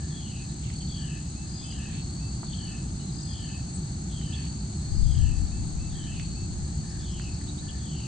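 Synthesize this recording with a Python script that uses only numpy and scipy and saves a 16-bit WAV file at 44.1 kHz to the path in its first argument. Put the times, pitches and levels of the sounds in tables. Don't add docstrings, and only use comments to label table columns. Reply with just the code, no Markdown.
import sys
import numpy as np
from scipy import signal
from scipy.fft import rfft, irfft, next_fast_len
from scipy.io import wavfile

SR = 44100
rng = np.random.default_rng(int(sys.argv[2]) if len(sys.argv) > 2 else 0)


def wrap_up_sound(samples):
    columns = np.atleast_2d(samples).T
    tamed = np.clip(columns, -1, 1)
    steps = np.round(tamed * 32767).astype(np.int16)
    wavfile.write(sys.argv[1], SR, steps)


N = 355875
T = np.arange(N) / SR
TOP_HZ = 9700


# strokes_per_s, top_pitch_hz, stroke_end_sag_hz, level_db, pan_db, echo_db
GROUND_TRILLS = [(40.9, 8370, 700, -54.5, 4.5, -8.5), (39.37, 7888, 70, -54, 2, -1),
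                 (39.75, 8350, 200, -60.5, -1.5, -1), (32, 6720, 400, -57, 0, 0.5),
                 (46.9, 5270, 160, -65.5, 3, 4)]

BUSH_SINGERS = {"high": (4860, 70, .28, 7.9, -6), "left": (4480, 10, .33, 6, -6),
                "ahead": (4515, 25, .32, 2.3, -5), "low": (4390, 60, .29, 1, 1),
                "back": (4580, 50, .29, 1, 1), "gruff": (4190, 250, .16, 1, 3)}
# start_s, singer, level_db
BUSH_CHIRPS = [(.04, "low", -56), (.731, "ahead", -47.5), (1.27, "gruff", -61), (1.47, "high", -49),
               (1.899, "low", -51.5), (2.102, "back", -52), (2.41, "left", -48), (2.99, "gruff", -56),
               (3.12, "high", -49.5), (3.219, "low", -52), (3.35, "back", -55), (3.66, "left", -55),
               (4.12, "back", -54), (4.35, "ahead", -50), (4.689, "low", -52.5), (4.91, "high", -51.5),
               (5.202, "back", -56), (5.419, "left", -55.5), (5.779, "left", -61), (6.15, "ahead", -52),
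               (6.24, "low", -52.5), (6.41, "back", -59), (6.78, "ahead", -54.5), (7.19, "left", -54),
               (7.551, "back", -53.5), (7.84, "left", -54)]
CHIRP_RISE_S, CHIRP_HZ_PER_STROKE_RATE = .06, 104
DEEP_GAP_S, DEEP_LENGTH_S, DEEP_HZ, DEEP_SPREAD_HZ, DEEP_DB, DEEP_PAN_DB = .9, .24, 4450, 120, -61.5, 1

# start_s, level_db
FALLING_CHIRPS = [(0.103, -54.5), (0.873, -52.5), (1.575, -53), (2.462, -54.5), (3.268, -53.7),
                  (4.093, -54.5), (5.03, -55.5), (5.9, -54.5), (6.994, -54.5), (7.79, -55)]
FALL_LENGTH_S, FALL_START_HZ, FALL_END_HZ, FALL_BEND = .28, 3620, 2800, .66
LAST_DELAY_S, LAST_LENGTH_S, LAST_START_HZ, LAST_END_HZ = .212, .095, 2680, 2600
LAST_DB, FALL_PAN_DB = -1, .5
TREE_DELAY_S, TREE_ECHO_DB = .04, -5

# start_s, level_db
MOLE_CHIRPS = [(-.03, -59), (.37, -67), (.98, -56.5), (1.4, -66.5), (1.75, -57), (2.56, -60), (3.16, -66),
               (3.39, -60.5), (3.72, -69), (4.269, -59.5), (4.76, -68), (5.14, -60), (5.38, -66),
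               (5.92, -59.5), (6.52, -66), (6.83, -59), (7.25, -68), (7.62, -59)]
MOLE_LENGTH_S, MOLE_HZ, MOLE_PAN_DB = .21, 1752, 7

# start_s, level_db
FROG_PEEPS = [(1.35, -60), (1.617, -58.5), (1.91, -59), (2.185, -60.5), (5.505, -62), (5.777, -59.5),
              (6.065, -58), (6.345, -60.5)]
PEEP_LENGTH_S, PEEP_HZ, PEEP_SLIDE_HZ, PEEP_SLIDE_S, PEEP_DROOP_HZ = .12, 2660, 319, .0172, 45

# start_s, length_s, start_hz, end_hz, hoarseness_hz, level_db, pan_db
BIRD_CHIPS = [(0.804, 0.028, 3060, 3240, 200, -52, -3), (2.531, .008, 3750, 2870, 120, -42, 0),
              (3.0, 0.028, 2930, 2960, 50, -58.5, -6), (3.738, 0.038, 8200, 7720, 160, -42.5, 7),
              (4.324, 0.0325, 3030, 3600, 262, -43.5, -5), (7.492, 0.012, 3800, 3720, 110, -47, 8),
              (7.682, 0.028, 3140, 3100, 240, -47, -3)]
RUN_S, RUN_PERIOD_S, RUN_START_HZ, RUN_END_HZ, RUN_DB, RUN_PAN_DB = 6.88, .11, 4600, 5560, -54.5, 1
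RUN_CHIP_S, RUN_HOARSE_HZ = .036, 230

# start_s, level_db
NOTE_PAIRS = [(.374, -60), (1.712, -59), (3.078, -58), (4.106, -57.5), (5.918, -58), (7.468, -50.5)]
PAIR_GAP_S, ARCH_LENGTH_S, PAIR_PAN_DB = .103, .037, -20
ARCH_START_HZ, ARCH_TOP_HZ, ARCH_TOP_S = 2450, 3920, .022
# start_s, length_s, level_db
BIRD_SCOLDS = [(.61, 0.15, -54), (1.885, 0.14, -52), (4.35, .145, -53), (6.14, 0.15, -55.5)]
# frequency_hz, relative_level_db_per_hz
SCOLD_SPECTRUM = [(1500, -27), (2100, -8.5), (2600, -3.5), (3000, -1), (3500, -4.5), (4200, -9),
                  (5200, -27.5)]
SCOLD_PAN_DB = -7

# start_s, level_db, low_edge_hz, high_edge_hz, decay_s, pan_db
TACKLE_TICKS = [(0.701, -51, 1500, 3000, 0.002, -13), (1.724, -52, 2000, 5200, .002, 1),
                (2.431, -43.5, 430, 1050, 0.006, -9), (3.22, -50.5, 5000, 6160, .003, 0),
                (4.214, -55, 800, 3000, .002, -8), (6.197, -44.5, 1200, 3300, 0.0009, -10),
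                (7.197, -47, 750, 2100, .002, -14), (7.413, -57, 1600, 2200, .002, 2.5)]

# frequency_hz, relative_level_db_per_hz
CRICKET_SPECTRUM = [(1500, -26.5), (2100, -19), (3300, -16.5), (3700, -14), (3980, -6.5), (4400, -0.5),
                    (4620, -3), (4800, -10), (5100, -10.5), (5700, -33.5)]
# frequency_hz, relative_level_db_per_hz
KATYDID_SPECTRUM = [(5300, -22), (5750, -14), (6000, -7), (6250, -3), (6600, -3.5), (7000, -4),
                    (7400, -4.5), (7700, -4), (8300, -14), (8500, -27.5), (9000, -40)]

# frequency_hz, relative_level_db_per_hz
RUMBLE_SPECTRUM = [(15, -29.5), (30, -17), (45, -11.5), (62, 0.5), (90, -3), (115, -4), (150, -1.5),
                   (220, -9), (260, -17), (340, -20), (420, -32), (600, -53.5), (2000, -82)]
# time_s, level_db
TRAFFIC_LEVEL = [(0, -32.5), (.9, -34), (1.4, -34), (2.5, -32), (3.6, -33.5), (4.3, -32), (5, -33),
                 (6.2, -33), (7, -33.5)]
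# frequency_hz, peak_db
HUM_PARTIALS = [(60, -47.5), (295, -54), (356, -56)]
HUM_RISE_S, HUM_RISEN_S, HUM_LULL_DB = 3.5, 4.1, -2.5
# frequency_hz, relative_level_db_per_hz
AIR_SPECTRUM = [(30, 7), (150, 10.5), (300, 6), (450, -1.5), (580, -2), (790, 5), (1000, -3.5), (1300, -4),
                (1600, -7), (2100, -13.5), (3400, -16.5), (5500, -12.5), (8500, -18), (9300, -37),
                (11000, -49)]
BREEZE_DB, BREEZE_LULL_DB, BREEZE_STEP_S = -48, -1.6, 1.6

# frequency_hz, relative_level_db_per_hz
WIND_SPECTRUM = [(10, -8), (25, -2.5), (45, -2.5), (80, -4.5), (130, -12), (250, -41.5), (600, -78.5)]
STIR_DB, STIR_PAN_DB = -51.5, 2.5
PUFF_S, PUFF_ATTACK_S, PUFF_HOLD_S, PUFF_RELEASE_S, PUFF_DB, PUFF_PAN_DB = 4.858, .21, .22, .19, -23.5, 14.5
WAKE_S, WAKE_DB = .7, -30.5


def undb(db):
    return 10 ** (np.asarray(db) / 20)


def unit(x):
    return x / np.sqrt(np.mean(x ** 2, axis=-1, keepdims=True))


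def pan(db):
    gains = undb(np.array([[db], [-db]]) / 2)
    return gains / np.sqrt(np.mean(gains ** 2))


def walk(rate_hz, size=N):
    knots = rng.standard_normal(int(size / SR * rate_hz) + 2)
    return 1.2 * np.interp(np.arange(size) / SR * rate_hz, np.arange(len(knots)), knots)


def noise(spectrum, correlation):
    hz, db = np.transpose(spectrum)
    size = next_fast_len(N)
    bins_hz = np.arange(size // 2 + 1) * SR / size
    colour = undb(np.interp(np.log(bins_hz + 1), np.log(hz), db))
    white = rng.standard_normal((2, size))
    mid, side = irfft(rfft(white) * colour, size)[:, :N]
    c = np.clip(correlation, -1, 1)
    return unit(np.sqrt(1 + c) * mid + np.sqrt(1 - c) * side * np.array([[1], [-1]]))


def cycles(hz):
    return np.cumsum(hz) / SR


def tone(hz):
    return np.sin(2 * np.pi * cycles(hz))


def arch(u):
    return np.maximum(np.sin(np.pi * np.clip(u, 0, 1)), 0)


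def progress(length_s):
    return np.linspace(0, 1, int(length_s * SR))


def ramp(start_s, length_s):
    return np.clip((T - start_s) / length_s, 0, 1)


def add(out, start_s, sound):
    start = int(start_s * SR)
    part = sound[:, max(-start, 0):max(N - start, 0)]
    start = max(start, 0)
    out[:, start:start + part.shape[1]] += part


def wings(hz, rate_hz, duty, sag_hz, rough, uneven=.006, skew=1):
    size = len(hz)
    phase = cycles(rate_hz * (1 + uneven * walk(12, size))) % 1
    stroke = phase / np.clip(duty, .1, 1)
    speed = arch(stroke ** skew)
    pitch_hz = hz - sag_hz * (1 - speed) + rough * hz * walk(500, size)
    stroke_gain = undb(1.1 * walk(rate_hz, size))
    return np.sqrt(speed) * stroke_gain * tone(pitch_hz)


def reeds(x, echo_db, t60_s):
    t = np.arange(int(SR / 2)) / SR
    scatter = unit(rng.standard_normal((2, len(t))) * np.exp(-np.log(1000) * t / t60_s))
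    response = scatter * undb(echo_db) / np.sqrt(len(t))
    response[:, 0] += 1
    y = signal.fftconvolve(x[None], response, axes=1)
    return y / np.sqrt(np.sum(y ** 2, axis=1, keepdims=True) / len(x))


def ports(x, pan_db, lag_samples):
    return np.array([x[0], np.roll(x[1], lag_samples)]) * pan(pan_db)


def ground_crickets():
    out = 0
    for rate_hz, hz, sag_hz, db, pan_db, echo_db in GROUND_TRILLS:
        pitch_hz = hz * (1 + .0022 * walk(8))
        song = wings(pitch_hz, rate_hz, duty=.55, sag_hz=sag_hz, rough=.002984, skew=1.7)
        scattered = reeds(song, echo_db, t60_s=.18)[:, :N]
        out = out + ports(scattered, pan_db, lag_samples=2) * undb(db)
    return out


def bush_chirp(hz, rise_hz, length_s, pan_db, echo_db):
    u = progress(length_s)
    drift = 1 + .002 * walk(25, len(u))
    pitch_hz = hz * drift - rise_hz * np.exp(-u * length_s / CHIRP_RISE_S)
    rate_hz = hz / CHIRP_HZ_PER_STROKE_RATE
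    song = wings(pitch_hz, rate_hz, duty=.66, sag_hz=110, rough=.006, uneven=.05) * arch(u ** .9) ** .2
    return ports(reeds(song, echo_db, t60_s=.7), pan_db, lag_samples=round(pan_db / 4.5))


def bush_crickets():
    out = np.zeros((2, N))
    for start_s, singer, db in BUSH_CHIRPS:
        add(out, start_s, bush_chirp(*BUSH_SINGERS[singer]) * undb(db))
    for k, (when, detune) in enumerate(rng.uniform(size=(9, 2))):
        hz = DEEP_HZ + DEEP_SPREAD_HZ * (2 * detune - 1)
        chirp = bush_chirp(hz, 90, DEEP_LENGTH_S, DEEP_PAN_DB, echo_db=.5)
        add(out, (k + when / 2) * DEEP_GAP_S, chirp * undb(DEEP_DB))
    return out


def from_ahead(song):
    out = np.zeros((2, len(song) + SR))
    for delay_s, db, t60_s, width in [(0, 0, .25, .12), (TREE_DELAY_S, TREE_ECHO_DB, .7, .22)]:
        mid, side = reeds(song, echo_db=-1, t60_s=t60_s)
        add(out, delay_s, (mid + width * side * np.array([[1], [-1]])) * undb(db))
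    return out * pan(FALL_PAN_DB)


def falling_chirps():
    out = np.zeros((2, N))
    u, v = progress(FALL_LENGTH_S), progress(LAST_LENGTH_S)
    glide_hz = FALL_START_HZ + (FALL_END_HZ - FALL_START_HZ) * u ** FALL_BEND
    last_hz = LAST_START_HZ + (LAST_END_HZ - LAST_START_HZ) * v
    for start_s, db in FALLING_CHIRPS:
        rate_hz = 60 + 2 * rng.standard_normal()
        glide = wings(glide_hz, rate_hz, duty=.8, sag_hz=150.1, rough=.036) * arch(u ** .85) ** .36
        last = wings(last_hz, 31, duty=.8, sag_hz=114, rough=.014) * arch(v) ** .11
        add(out, start_s, from_ahead(glide) * undb(db))
        add(out, start_s + LAST_DELAY_S, from_ahead(last) * undb(db + LAST_DB))
    return out


def mole_cricket():
    out = np.zeros((2, N))
    u = progress(MOLE_LENGTH_S)
    for start_s, db in MOLE_CHIRPS:
        song = wings(MOLE_HZ + 20 * u, 42, duty=.8, sag_hz=80, rough=.035) * arch(u) ** .21
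        add(out, start_s, reeds(song, echo_db=2.5, t60_s=.32) * undb(db) * pan(MOLE_PAN_DB))
    return out


def frog():
    out = np.zeros((2, N))
    u = progress(PEEP_LENGTH_S)
    slide_hz = PEEP_SLIDE_HZ * np.exp(-u * PEEP_LENGTH_S / PEEP_SLIDE_S)
    song = tone(PEEP_HZ - slide_hz - PEEP_DROOP_HZ * u ** 3) * arch(u) ** .4
    for start_s, db in FROG_PEEPS:
        add(out, start_s, reeds(song, echo_db=-11, t60_s=.3) * undb(db) * pan(-6.5))
    return out


def chip(length_s, start_hz, end_hz, hoarse_hz):
    u = progress(length_s)
    jitter_hz = hoarse_hz * walk(1200, len(u))
    song = tone(start_hz + (end_hz - start_hz) * u + jitter_hz) * arch(u) ** .26
    return reeds(song, echo_db=-5, t60_s=.25)


def birds(run_count=5):
    out = np.zeros((2, N))
    for start_s, length_s, start_hz, end_hz, hoarse_hz, db, pan_db in BIRD_CHIPS:
        add(out, start_s, chip(length_s, start_hz, end_hz, hoarse_hz) * undb(db) * pan(pan_db))
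    for k, (detune, effort) in enumerate(rng.standard_normal((run_count, 2))):
        shift_hz, db = 70 * detune, RUN_DB + 1.2 * effort
        sound = chip(RUN_CHIP_S, RUN_START_HZ + shift_hz, RUN_END_HZ + shift_hz, RUN_HOARSE_HZ)
        add(out, RUN_S + k * RUN_PERIOD_S, sound * undb(db) * pan(RUN_PAN_DB))
    return out


def bank_bird():
    out = np.zeros((2, N))
    u = progress(ARCH_LENGTH_S)
    hz = ARCH_TOP_HZ - (ARCH_TOP_HZ - ARCH_START_HZ) * (1 - u * ARCH_LENGTH_S / ARCH_TOP_S) ** 2
    note = tone(hz + 90 * walk(900, len(u))) * arch(u ** 1.3) ** 1.1
    for start_s, db in NOTE_PAIRS:
        for after_s in (0, PAIR_GAP_S):
            sound = reeds(note, echo_db=-7, t60_s=.2)
            add(out, start_s + after_s, sound * undb(db) * pan(PAIR_PAN_DB))
    envelope = sum(undb(db) * arch((T - start_s) / length_s) ** .2 for start_s, length_s, db in BIRD_SCOLDS)
    flutter = undb(1.5 * walk(150))
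    return out + noise(SCOLD_SPECTRUM, correlation=0) * envelope * flutter * pan(SCOLD_PAN_DB)


def tackle():
    out = np.zeros((2, N))
    t = np.arange(int(SR * .015)) / SR
    for start_s, db, low_hz, high_hz, decay_s, pan_db in TACKLE_TICKS:
        burst = rng.standard_normal(len(t)) * np.exp(-t / decay_s)
        resonance = signal.butter(2, [low_hz, high_hz], "band", fs=SR, output="sos")
        tick = signal.sosfilt(resonance, burst)
        add(out, start_s, reeds(tick, echo_db=-8, t60_s=.18) * undb(db) * pan(pan_db))
    return out


def chorus():
    cricket_shimmer = undb(.25 * walk(5) + 1.1 * walk(80))
    katydid_shimmer = undb(.24 * walk(2.1) + .31 * walk(110))
    crickets = noise(CRICKET_SPECTRUM, correlation=.62) * cricket_shimmer
    katydids = noise(KATYDID_SPECTRUM, correlation=-.16) * katydid_shimmer
    return crickets * undb(-52.5) * pan(1.4) + katydids * undb(-48.5) * pan(3.7)


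def distance():
    traffic_db = np.interp(T, *np.transpose(TRAFFIC_LEVEL)) + .5 * walk(5)
    rumble = noise(RUMBLE_SPECTRUM, correlation=1) * undb(traffic_db)
    hum = sum(undb(db + 3.5 * walk(4)) * tone(hz * (1 + .00785 * walk(9))) for hz, db in HUM_PARTIALS)
    hum = hum * undb(np.interp(T, [HUM_RISE_S, HUM_RISEN_S], [HUM_LULL_DB, 0]))
    breeze_db = BREEZE_DB + np.where(T > BREEZE_STEP_S, 0, BREEZE_LULL_DB)
    air = noise(AIR_SPECTRUM, correlation=-.2) * undb(breeze_db) * pan(-3.5)
    return ports(rumble + hum, 0, lag_samples=1) + air


def wind():
    drop_s = PUFF_S + PUFF_ATTACK_S + PUFF_HOLD_S
    puff = undb(PUFF_DB) * (1 - ramp(drop_s, PUFF_RELEASE_S))
    wake = undb(WAKE_DB) * np.exp(-np.maximum(T - drop_s, 0) / WAKE_S)
    gust = ramp(PUFF_S, PUFF_ATTACK_S) * (puff + wake) * undb(2 * walk(13))
    stir = undb(STIR_DB) * pan(STIR_PAN_DB)
    return noise(WIND_SPECTRUM, correlation=0) * (stir + gust * pan(PUFF_PAN_DB))


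def scene():
    insects = ground_crickets() + bush_crickets() + falling_chirps() + mole_cricket() + chorus()
    return insects + frog() + birds() + bank_bird() + tackle() + distance() + wind()


def record(dry):
    return signal.sosfilt(signal.ellip(8, .2, 70, TOP_HZ, fs=SR, output="sos"), dry)


dry = scene()
out = record(dry)
wrap_up_sound(out)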